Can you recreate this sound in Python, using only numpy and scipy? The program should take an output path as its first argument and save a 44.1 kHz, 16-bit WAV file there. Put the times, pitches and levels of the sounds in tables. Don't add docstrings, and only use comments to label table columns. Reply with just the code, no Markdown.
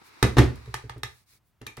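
import sys
import numpy as np
from scipy import signal
from scipy.fft import rfft, irfft
from scipy.io import wavfile

SR = 44100
rng = np.random.default_rng(int(sys.argv[2]) if len(sys.argv) > 2 else 0)


def output_pcm(signal):
    pcm = np.clip(np.atleast_2d(signal).T, -1, 1) * 32767
    wavfile.write(sys.argv[1], SR, np.round(pcm).astype(np.int16))


N = 79380
PHASE_SCATTER_RAD = 0.49


def calculator():
    # start_s, thump_db, cutoff_hz, ring_factor, rattle_db, rattle_t60_s,
    # clack_db, tilt_db_per_octave, ping_db
    landings = [(0.227, -9.5, 700, 1, -17, 0.23, -10.5, 0.8, -3.5),
                (0.3681, -10, 330, .8, -16.5, 0.24, -25.5, -4.5, -15),
                (0.3831, -3.5, 260, 1.14, -19, 0.33, -11.5, -1.5, -8.5),
                (0.3891, -23.5, 300, 1.2, -19.5, 0.23, -15.5, -0.3, -8)]
    # start_s, thud_db, cutoff_hz, ring_factor, rattle_db
    presses = [(0.572, -33, 95, 1.84, -65), (0.6758, -32, 345, 1.3, -56), (0.8393, -33, 360, 1.33, -52),
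               (0.9609, -34.5, 379.6, 1.03, -46), (1.332, -63, 288, 0.93, -71),
               (1.6135, -40, 810, 1.12, -46.5), (1.7775, -34, 600, 0.52, -41)]
    # start_s, click_db, tilt_db_per_octave, ping_db, thud_db, rattle_db
    clicks = [(0.5565, -54.5, 6, -10, -64, -77), (.6585, -47.5, 0, -3, -51, -75),
              (0.7409, -20, 0, -16, -33, -55), (0.8954, -29.5, -3, -13, -38, -81),
              (0.9427, -68, 5.5, 4, -69, -63), (0.98, -63, 7.5, 0, -65, -61),
              (1.0328, -22, 1.5, -2.5, -32, -60.5), (1.6152, -43.5, 1, -14.5, -62, -65.5),
              (1.666, -29.5, 2.5, -4.5, -42.5, -47), (1.7685, -46.5, 5.5, -5.5, -58, -78),
              (1.7729, -41, -6, -7, -60, -61), (1.779, -44.5, -1.5, -12.5, -69, -70)]
    # start_s, level_db, pitch_hz
    buzzes = [(1.613, -47.5, 2760), (1.6753, -31, 2380)]
    desk, case = np.zeros((2, 2, N))
    for start, thump_db, cutoff_hz, ring, rattle_db, rattle_t60, clack_db, tilt_db, ping_db in landings:
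        add(desk, start, thump(thump_db, cutoff_hz, ring))
        add(desk, start, rattle(rattle_db, rattle_t60))
        add(case, start, clack(clack_db, tilt_db, ping_db))
    for start, thud_db, cutoff_hz, ring, rattle_db in presses:
        add(desk, start, thump(thud_db, cutoff_hz, ring))
        add(desk, start, rattle(rattle_db, t60_s=0.19))
    for start, click_db, tilt_db, ping_db, thud_db, rattle_db in clicks:
        add(case, start, clack(click_db, tilt_db, ping_db))
        add(desk, start, thump(thud_db, cutoff_hz=1500, ring_factor=0.85))
        add(desk, start, rattle(rattle_db, t60_s=0.18))
    for start, level_db, hz in buzzes:
        add(case, start, pen(level_db, hz))
    return desk + case + amp(-7) * room(case) + amp(-14) * room(desk)


def thump(level_db, cutoff_hz, ring_factor):
    # pitch_hz, level_db, t60_s (stretched by ring_factor)
    modes = [(54, -15.5, 0.27), (66, -4.5, 0.23), (82.4, -15, 0.37), (114.3, -2.5, 0.22), (123.47, -6, .28),
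             (153.4, -23.5, 0.29), (193.2, -21.5, 0.1), (243.9, -26, .14), (305, -18.5, 0.053),
             (385.4, -16, .17), (427.6, -2.5, 0.07), (509.4, -22.5, .14)]
    rise_cycles = 0.67
    t = np.arange(SR * 3 // 4) / SR
    out = 0
    for hz, db, t60 in modes:
        swell = 1 - np.exp(-t * hz / rise_cycles)
        decay = amp(level_db + db - 60 * t / (t60 * ring_factor))
        lowpass = 1 / np.hypot(1, (hz / cutoff_hz) ** 2)
        out -= lowpass * swell * decay * np.sin(2 * np.pi * hz * t)
    return out * amp([[-0.9], [0.9]])


def clack(level_db, tilt_db, ping_db):
    # frequency_hz, level_db
    crack = [(100, -28), (620, -21), (1500, -4), (2500, 0), (5500, -4), (8000, -8.5), (12000, -8.5),
             (13500, -18.5), (16000, -16.5)]
    # pitch_hz, level_db, t60_s
    modes = [(414, -14.5, 0.025), (881, 0, 0.025), (1222, 1, 0.023), (1615, -6, .017), (1758, 1.5, 0.014),
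             (2023, -10, 0.037), (2340, -7.5, 0.011), (2770, -9.5, 0.0094), (3320, -11, .017),
             (4200, -6, 0.0096), (5322, -12.5, .016)]
    ping = (3780, ping_db, 0.021)
    rise_s, hold_s, fall_s = 0.0006, 0.0016, 0.0038
    spread_rad = np.array([[0.48], [-0.48]])
    t = np.arange(2048) / SR
    tilt_gains = amp(tilt_db * octaves(np.transpose(crack)[0]))
    crack_db = -8.5 + 10 * np.log10(np.mean(tilt_gains ** 2))
    envelope = (1 - np.exp(-t / rise_s)) * np.exp(-np.maximum(t - hold_s, 0) / fall_s)
    out = amp(crack_db) * envelope * noise(len(t), crack, tilt_db, correlation=0.3)
    for k, (hz, db, t60) in enumerate([*modes, ping]):
        phase = spread_rad * (-1) ** k + PHASE_SCATTER_RAD * rng.standard_normal((2, 1))
        swell = 1 - np.exp(-t * hz)
        decay = amp(db + tilt_db * octaves(hz) - 60 * t / t60)
        out += swell * decay * np.cos(2 * np.pi * hz * t + phase)
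    return amp(level_db) * np.array([np.roll(out[0], 1), out[1]])


def rattle(level_db, t60_s):
    # frequency_hz, level_db
    spectrum = [(40, -22.5), (150, -13.5), (225, -1.5), (300, 0.5), (410, -8), (560, -13), (720, -16.5),
                (1100, -18), (2000, -22.5), (5000, -32.5), (16000, -55)]
    rise_s = 0.003
    t = np.arange(SR // 2) / SR
    envelope = (1 - np.exp(-t / rise_s)) * amp(level_db - 60 * t / t60_s)
    return envelope * noise(len(t), spectrum, correlation=0.87)


def pen(level_db, pitch_hz):
    rise_s, t60_s = 0.00036, 0.025
    t = np.arange(2048) / SR
    phase = PHASE_SCATTER_RAD * rng.standard_normal((2, 1))
    envelope = (1 - np.exp(-t / rise_s)) * amp(level_db - 60 * t / t60_s)
    return envelope * np.sin(2 * np.pi * pitch_hz * t + phase)


def brushes():
    # start_s, length_s, level_db, tilt_db_per_octave
    strokes = [(-.15, 1, -52.5, -1.5), (.012, 0.015, -51, -6), (0.031, 0.076, -57, 5),
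               (0.15, 0.043, -62, -23), (0.539, 0.43, -58, -1), (1.078, 0.18, -62, 5),
               (1.255, 0.14, -58.5, 5.5), (1.436, 0.084, -68, 12.5)]
    # frequency_hz, level_db
    spectrum = [(60, -16.5), (350, 1), (600, -8.5), (1000, 5), (1600, 1), (2300, 3.5), (3100, -7.5),
                (3900, -0.5), (5200, -4.5), (7000, -10.5), (12000, -13), (13500, -23.5), (16000, -14.5)]
    grain_spectrum = [(20, -3.5), (150, 1.5), (600, -42), (2000, -78.5)]
    out = np.zeros((2, N))
    for start, length, db, tilt_db in strokes:
        swell = np.sin(np.pi * np.arange(0, length, 1 / SR) / length)
        grain = amp(0.5 * noise(N, grain_spectrum)[0])
        friction = grain * noise(N, spectrum, tilt_db)
        add(out, start, amp(db) * swell * friction[:, :len(swell)])
    return out


def room(sound):
    # frequency_hz, t60_s
    decay_times = [(100, 0.84), (300, 0.2439), (800, 0.2956), (2000, 0.242), (5000, 0.2378), (12000, 0.26)]
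    # frequency_hz, level_db
    colour = [(100, -28.5), (400, 11), (620, 0.5), (950, -4), (1500, -1.5), (2100, 5.5), (3000, 0),
              (5000, 1.5), (9000, -1), (16000, -10)]
    predelay_s, rise_s = 0.003, 0.003
    reflections = rng.choice([-1., 1.], (2, SR * 3 // 4))
    hz, t, bands = signal.stft(reflections, SR, nperseg=256)
    decay = amp(read(colour, hz)[:, None] - 60 * t / read(decay_times, hz)[:, None])
    tail = signal.istft(bands * decay, SR, nperseg=256)[1]
    tail *= np.clip((np.arange(tail.shape[1]) / SR - predelay_s) / rise_s, 0, 1)
    return signal.fftconvolve(sound, tail / np.linalg.norm(tail[0]), axes=1)[:, :N]


def air():
    # frequency_hz, level_db
    spectrum = [(20, -21.5), (35, -13), (55, -5), (120, -3.5), (200, -13), (500, -23), (1000, -22),
                (3000, -30.5), (8000, -38.5), (16000, -35.5)]
    return amp(-70.5) * noise(N, spectrum, correlation=0.7)


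def noise(size, spectrum, tilt_db=0, correlation=0):
    hz = np.fft.rfftfreq(size, 1 / SR)
    left, independent = rng.standard_normal((2, size))
    right = correlation * left + np.sqrt(1 - correlation ** 2) * independent
    colour = amp(read(spectrum, hz) + tilt_db * octaves(hz))
    out = irfft(rfft([left, right]) * colour, size)
    return out / out.std()


def octaves(hz):
    return np.log2(np.maximum(hz, 500) / 2000)


def amp(db):
    return 10 ** (np.asarray(db) / 20)


def read(points, hz):
    point_hz, values = np.transpose(points)
    return np.interp(np.log(hz + 1), np.log(point_hz), values)


def add(mix, start_s, sound):
    at = round(start_s * SR)
    sound = sound[:, max(-at, 0):]
    part = mix[:, max(at, 0):][:, :sound.shape[1]]
    part += sound[:, :part.shape[1]]


def scene():
    return calculator() + brushes() + air()


def record(dry):
    saturated = dry / (1 + dry ** 6) ** (1 / 6)
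    lowpass = signal.firwin(255, 16500, window=("kaiser", 9), fs=SR)
    return signal.oaconvolve(saturated, lowpass[None], "same")


dry = scene()
out = record(dry)
output_pcm(out)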